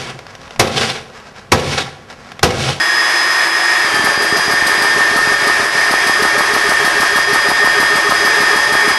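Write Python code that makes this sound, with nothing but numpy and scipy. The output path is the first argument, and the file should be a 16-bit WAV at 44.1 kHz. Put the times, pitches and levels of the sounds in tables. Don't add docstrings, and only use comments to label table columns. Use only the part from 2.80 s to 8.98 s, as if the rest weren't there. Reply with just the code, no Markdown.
import sys
import numpy as np
from scipy import signal
from scipy.fft import rfft, irfft
from scipy.io import wavfile
from scipy.ndimage import uniform_filter1d

SR = 44100
rng = np.random.default_rng(int(sys.argv[2]) if len(sys.argv) > 2 else 0)


def int16_out(signal):
    q = np.round(np.clip(np.atleast_2d(signal).T, -1, 1) * 32767)
    wavfile.write(sys.argv[1], SR, q.astype(np.int16))


def voltage_ratio(level):
    return 10 ** (np.asarray(level, float) / 20)


N = 272570
TIME = np.arange(N) / SR


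def curve(table, column=1):
    rows = np.array(table)
    return np.interp(TIME, rows[:, 0], rows[:, column])


def dips(table, width_s):
    return sum(db * np.exp(-((TIME - s) / width_s) ** 2) for s, db in table)


def unit(x):
    return x / np.sqrt(np.mean(x ** 2))


def band(x, hz, width_hz):
    b, a = signal.iirpeak(min(hz, .45 * SR), hz / width_hz, fs=SR)
    return signal.lfilter(b, a, x)


def hiss(hz, width_hz):
    once = band(rng.standard_normal(N), hz, width_hz)
    return unit(band(once, hz, width_hz))


def walk(rate_hz):
    k = int(SR / rate_hz)
    once = uniform_filter1d(rng.standard_normal(N), k)
    return unit(uniform_filter1d(once, k))


def tone(hz, wobble, flicker_db, rate_hz):
    phase = 2 * np.pi * np.cumsum(hz * (1 + wobble * walk(rate_hz))) / SR
    return np.sqrt(2) * np.sin(phase) * voltage_ratio(flicker_db * walk(rate_hz))


def place(start_s, level_db, shape):
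    train = np.zeros(N)
    index = np.clip((np.asarray(start_s) * SR).astype(int), 0, N - 1)
    np.add.at(train, index, voltage_ratio(level_db))
    return signal.oaconvolve(train, shape)[:N]


def swell(rise_s, fall_s):
    t = np.arange(SR // 8) / SR
    shape = (1 - np.exp(-t / rise_s)) ** 2 * np.exp(-t / fall_s)
    return shape / shape.max()


def knock(hz, fall_s):
    t = np.arange(SR // 8) / SR
    ring = np.sin(2 * np.pi * hz * t) * swell(0.46 / hz, fall_s)
    return signal.sosfilt(signal.butter(2, hz / 3, "high", fs=SR, output="sos"), ring)


FAN_WANDER_DB = .6

# start_s, pitch_hz
FAN_A_PITCH = [(0, 1849.5), (1.045, 1848), (1.075, 1780), (1.14, 1755), (1.22, 1772), (1.32, 1795),
               (1.5, 1807), (1.89, 1808.5), (2.41, 1818), (2.85, 1825), (3.25, 1821), (3.7, 1824.5),
               (4.15, 1821), (4.5, 1824), (6.18, 1824.3)]
# start_s, level_db
FAN_A_LEVEL = [(0, -18.5), (.6, -17.8), (1.0, -18), (1.2, -17), (1.41, -19), (1.8, -16), (2.5, -16),
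               (3.8, -20), (4.6, -15.5), (5.3, -16), (6.18, -17.5)]
# blade_multiple, level_db (against the first)
FAN_A_OVERTONES = [(2, -24), (3, -30)]
# centre_s, level_db
FAN_A_DROPOUTS = [
    (.69, -14),
    (1.66, -10),
    (2.6, -6.5),
    (6.17, -4),
]


def fan_a():
    hz = curve(FAN_A_PITCH)
    whine = tone(hz, 0.00041, 0.95, 15.3)
    for multiple, db in FAN_A_OVERTONES:
        whine = whine + voltage_ratio(db) * tone(multiple * hz, 0.000554, 2.1, 22)
    level_db = curve(FAN_A_LEVEL) + dips(FAN_A_DROPOUTS, .031) + FAN_WANDER_DB * walk(4.2)
    return voltage_ratio(level_db) * whine


# start_s, pitch_hz
FAN_B_PITCH = [(0, 1683.5), (.8, 1686.5), (1.04, 1683), (1.075, 1618), (1.14, 1592), (1.27, 1624),
               (1.5, 1637.5), (1.82, 1641.5), (2.33, 1631), (2.67, 1643), (2.95, 1647.3), (3.19, 1644.6),
               (3.47, 1646.6), (4.03, 1638), (4.36, 1646), (4.65, 1643.5), (5.05, 1651), (6.18, 1652)]
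# start_s, first_db, second_db, third_db
FAN_B_LEVELS = [(0, -23.5, -30.5, -23.5), (.25, -22.5, -28.5, -22.5), (.45, -36, -33, -22),
                (.65, -30, -31.5, -24), (1.03, -22, -30.5, -25), (1.13, -33, -30, -30),
                (1.3, -26, -31, -27), (1.55, -27, -33, -25), (2.12, -24.5, -33.5, -25),
                (2.2, -28, -35.5, -30.5), (2.67, -25, -33, -30), (2.93, -32, -38.5, -28),
                (3.3, -29, -31, -28), (3.62, -22, -34, -28.5), (3.72, -32, -32, -33),
                (4.2, -24, -31.5, -31.5), (4.4, -26.5, -30.5, -27), (6.18, -26, -29.5, -27.5)]
# blade_multiple, level_db (against the third)
FAN_B_OVERTONES = [(4, -29), (5, -27)]
# start_s, level_db
SHAFT_LEVEL = [(0, -38), (1.0, -38), (1.3, -35), (1.4, -39.5), (6.18, -45)]


def fan_b():
    hz = curve(FAN_B_PITCH)
    whine = 0
    for k in range(1, 4):
        level_db = curve(FAN_B_LEVELS, column=k) + FAN_WANDER_DB * walk(6)
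        whine = whine + voltage_ratio(level_db) * tone(k * hz, 0.000562, 1.33, 32.3)
    for k, db in FAN_B_OVERTONES:
        level_db = curve(FAN_B_LEVELS, column=3) + db
        whine = whine + voltage_ratio(level_db) * tone(k * hz, 0.000516, 6.8, 8.1)
    turn = tone(hz / 5, 0.0016, 1.2, 13)
    shaft = voltage_ratio(curve(SHAFT_LEVEL)) * (turn + voltage_ratio(-10) * hiss(322, 73))
    return voltage_ratio(0.13) * whine + shaft


# start_s, pitch_hz
SUPPLY_PITCH = [(0, 867), (1.04, 867), (1.12, 845), (1.4, 853), (1.7, 862), (2.1, 866), (6.18, 867.5)]
# start_s, level_db
SUPPLY_LEVEL = [(0, -40), (1.0, -39), (1.1, -33), (1.5, -33), (2.5, -35), (3.0, -38), (3.7, -35),
                (5.0, -35), (6.18, -31)]


def supply_fan():
    return voltage_ratio(curve(SUPPLY_LEVEL)) * tone(curve(SUPPLY_PITCH), 0.00039, 1.5, 3.1)


# pitch_hz, density_db (per Hz)
RUSH_SPECTRUM = [(15, -79), (25, -33), (306, -21), (330, -8.5), (450, -15), (1080, -5), (1230, -10.5),
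                 (1820, 0), (1960, -9), (3200, -14.5), (4720, -17), (5230, -13.5), (5800, -23),
                 (12000, -24.5), (15500, -93), (22000, -120)]
# pitch_hz, width_hz, level_db
HOUSINGS = [(706, 105, -9), (1119, 140, -3.5), (1248, 110, -3), (1722, 140, 1.5), (1839, 270, 1.5),
            (2247, 430, -1.5), (5030, 1900, -6), (6010, 880, -8.5)]


def fan_air():
    hz, db = np.transpose(RUSH_SPECTRUM)
    grid_hz = np.maximum(np.arange(N // 2 + 1) * SR / N, 1)
    tilt = voltage_ratio(np.interp(np.log(grid_hz), np.log(hz), db))
    rush = unit(irfft(rfft(rng.standard_normal(N)) * tilt, N))
    housings = sum(voltage_ratio(db + 1.1 * walk(7)) * hiss(f, w) for f, w, db in HOUSINGS)
    gust_db = .5 * walk(16.2)
    return voltage_ratio(-25.5 + gust_db) * (voltage_ratio(9) * rush + housings)


# centre_s, level_db
FLOW_LULLS = [
    (.7, -2),
    (.86, -1.5),
    (1.38, -3.5),
    (1.69, -1),
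    (2.57, -2.5),
    (2.9, -3),
    (4.46, -3),
    (4.74, -2),
    (6.16, -2.5),
]


def fans():
    lull_db = dips(FLOW_LULLS, .028)
    return voltage_ratio(lull_db) * (fan_a() + fan_air()) + fan_b() + supply_fan()


def load():
    s = np.array([row[0] for row in FIRST_STROKES + LOADED_STROKES])
    lead_s = .055
    return place(s - lead_s, 0 * s, np.hanning(int(.11 * SR))) - .35


# start_s, level_db
MOTOR_LEVEL = [(1.03, -78), (1.06, -34), (1.3, -31), (2.0, -31.5), (3.0, -33), (4.5, -31), (6.18, -31)]
# pitch_hz, width_hz, level_db
BENCH_RESONANCES = [(28, 20, -20.5), (66, 40, -16.5), (139, 58, -13.5), (247, 98, -13.5), (414, 77, -1.5),
                    (580, 55, -3), (690, 45, -6), (1310, 630, -12), (4510, 170, -11)]


def motor():
    rumble = sum(voltage_ratio(db + 2.7 * walk(18)) * hiss(f, w) for f, w, db in BENCH_RESONANCES)
    labour_db = 5.0 * load()
    return voltage_ratio(curve(MOTOR_LEVEL)) * rumble * voltage_ratio(labour_db)


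SCATTER_DB = 0.4

# start_s, level_db
LOOSE_TAPS = [(1.048, -26), (1.197, -20), (1.292, -23), (1.378, -21), (1.527, -17), (1.592, -25),
              (1.682, -20), (1.737, -22), (1.826, -21), (1.98, -24), (2.164, -25), (2.316, -22),
              (2.476, -19), (2.627, -24), (2.799, -23.5), (2.954, -26), (2.983, -25)]
# peak_s, level_db
LOOSE_FLUTTERS = [(1.054, -32), (1.27, -34), (1.403, -32), (1.544, -31), (1.691, -27.5), (1.919, -28),
                  (2.0, -27), (2.051, -30), (2.19, -25), (2.337, -24.5), (2.49, -27), (2.524, -27),
                  (2.64, -26), (2.678, -23), (2.796, -28), (2.964, -33)]


def inlet():
    stroke_s, *_, inlet_db = np.transpose(LOADED_STROKES)

    soft_db = -34 + 3.5 * rng.standard_normal(len(stroke_s))
    s, db = np.hstack([np.transpose(LOOSE_TAPS), [stroke_s - .0465, soft_db]])
    tap = -knock(335, 0.00044) - voltage_ratio(-3.0) * knock(760, 0.00083)
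    taps = place(s - .002, db + 12.5, tap)

    s, reed_db = np.hstack([np.transpose(LOOSE_FLUTTERS), [stroke_s - .0229, inlet_db]])
    open_s, peak = .048, .58
    t = np.arange(int(open_s * SR)) / SR
    opening = np.interp(t / open_s, [0, .06, .25, peak, .8, 1], [0, .5, .55, 1, .75, 0])
    flutter = opening * np.sin(2 * np.pi * 410 * t)
    reed = place(s - peak * open_s, reed_db + 4.5, flutter)

    over_db = reed_db + 2 + SCATTER_DB * rng.standard_normal(len(s))
    choke_s = s - 1 / 8 + .015
    growth = place(choke_s, over_db + 3.0, swell(0.002, 0.015)[::-1])
    overtone = growth * tone(1235, 0.00835, 1.0, 94.3)
    return taps + reed + overtone


# start_s, outlet_db, crank_db, puff_db
FIRST_STROKES = [(1.144, -26, -21, -30), (1.244, -21.5, -17, -27), (1.42, -31, -25.3, -28.5),
                 (1.567, -24.5, -19, -28.5), (1.712, -27, -18, -29), (1.867, -26, -18, -25.5),
                 (2.02, -27, -15.5, -27.5), (2.179, -31, -16, -35), (2.362, -20.5, -15.5, -28),
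                 (2.52, -29, -22.3, -33), (2.671, -24, -17, -29), (2.83, -28, -32, -34),
                 (2.966, -36, -21.3, -35)]
# start_s, outlet_db, crank_db, puff_db, inlet_db
LOADED_STROKES = [(3.1113, -21.5, -11.5, -27.5, -24.5), (3.2677, -24, -12, -27, -27.5),
                  (3.424, -21.5, -13, -27.5, -23.5), (3.5798, -22.3, -13, -28.5, -25),
                  (3.7363, -23.5, -12, -28, -24.8), (3.892, -22.5, -14.5, -27.5, -22.5),
                  (4.0481, -22, -15.5, -27.5, -22.5), (4.2038, -23, -15, -27, -22),
                  (4.3593, -22, -15, -26.5, -21.5), (4.5317, -20, -14.5, -27, -22),
                  (4.6882, -20, -13.5, -28, -22.8), (4.8462, -22.5, -15, -28, -22),
                  (5.0017, -20, -14, -28, -20), (5.1564, -23, -17.5, -29, -23),
                  (5.2947, -22, -12, -29, -21), (5.4502, -23, -15.7, -27.5, -21),
                  (5.6058, -21.5, -17, -30, -22), (5.7611, -22.5, -17.1, -29.5, -23.5),
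                  (5.9245, -22.7, -13.6, -29, -22.5), (6.0791, -20.5, -14.5, -28, -21.5)]
# lag_s (after the thud), level_db (against the knock)
CRANK_RATTLE = [
    (.0105, -10),
    (.0145, -9.5),
    (.0318, -17),
]


def strokes():
    rows = FIRST_STROKES + [row[:4] for row in LOADED_STROKES]
    s, thud_db, knock_db, air_db = np.transpose(rows)
    puff_db = air_db + 1.1
    lower_db = air_db - 0.6 + SCATTER_DB * rng.standard_normal(len(s))
    ring_db = thud_db + 1.7 + SCATTER_DB * rng.standard_normal(len(s))

    thud = place(s - .0026, thud_db + 9, knock(262, 0.0015))
    jet = hiss(10500, 4100) + voltage_ratio(-6.5) * hiss(6000, 3500) + voltage_ratio(-7.5) * hiss(8200, 330)
    puff = place(s - .001, puff_db - .6, swell(0.0012, 0.037)) * jet
    lower_puff = place(s, lower_db + 6.0, swell(0.0011, 0.017)) * hiss(4670, 1660)

    head = tone(1260, 0.0052, 0.68, 104) + voltage_ratio(-1) * hiss(1100, 380)
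    ring = place(s + .0095, ring_db + 1.0, swell(0.004, 0.024)) * head

    blow = knock(850, .0008)
    knock_s = s + .0268
    crank = place(knock_s, knock_db + 9.5, blow) + place(knock_s, knock_db + 2.5, knock(320, 0.0011))
    rattle = sum(place(s + lag, knock_db + 9.0 + db, blow) for lag, db in CRANK_RATTLE)
    rock = place(s + .032, thud_db - 17, knock(40, .012))
    return thud + puff + lower_puff + ring + crank + rattle + rock


def workshop(source):
    t60_s, first_echo_s = .16, .005
    t = np.arange(SR // 2) / SR
    tail = rng.standard_normal(len(t)) * np.exp(-np.log(1000) * t / t60_s) * (t > first_echo_s)
    return signal.fftconvolve(source, tail / np.sqrt(np.sum(tail ** 2)))[:N]


def scene():
    pump = inlet() + strokes()
    return (fans() + motor() + pump + voltage_ratio(-15) * workshop(pump))[None]


def roll_off(x):
    return signal.sosfilt(signal.butter(12, 12560, fs=SR, output="sos"), x)


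def record(dry):
    sound = np.tanh(.85 * dry) / .85
    lowpass = signal.ellip(8, .05, 60, 12400, fs=SR, output="sos")
    sound = signal.sosfiltfilt(lowpass, sound)
    highpass = signal.ellip(10, .01, 70, 12000, "high", fs=SR, output="sos")
    top = signal.sosfiltfilt(highpass, sound)
    power = uniform_filter1d(top ** 2, size=900)
    gate_db = 2.7
    quiet = power < np.median(power) * voltage_ratio(2 * gate_db)
    muted = uniform_filter1d(1. * quiet, size=256)
    return roll_off(sound - top * muted)


dry = scene()
out = record(dry)
int16_out(out)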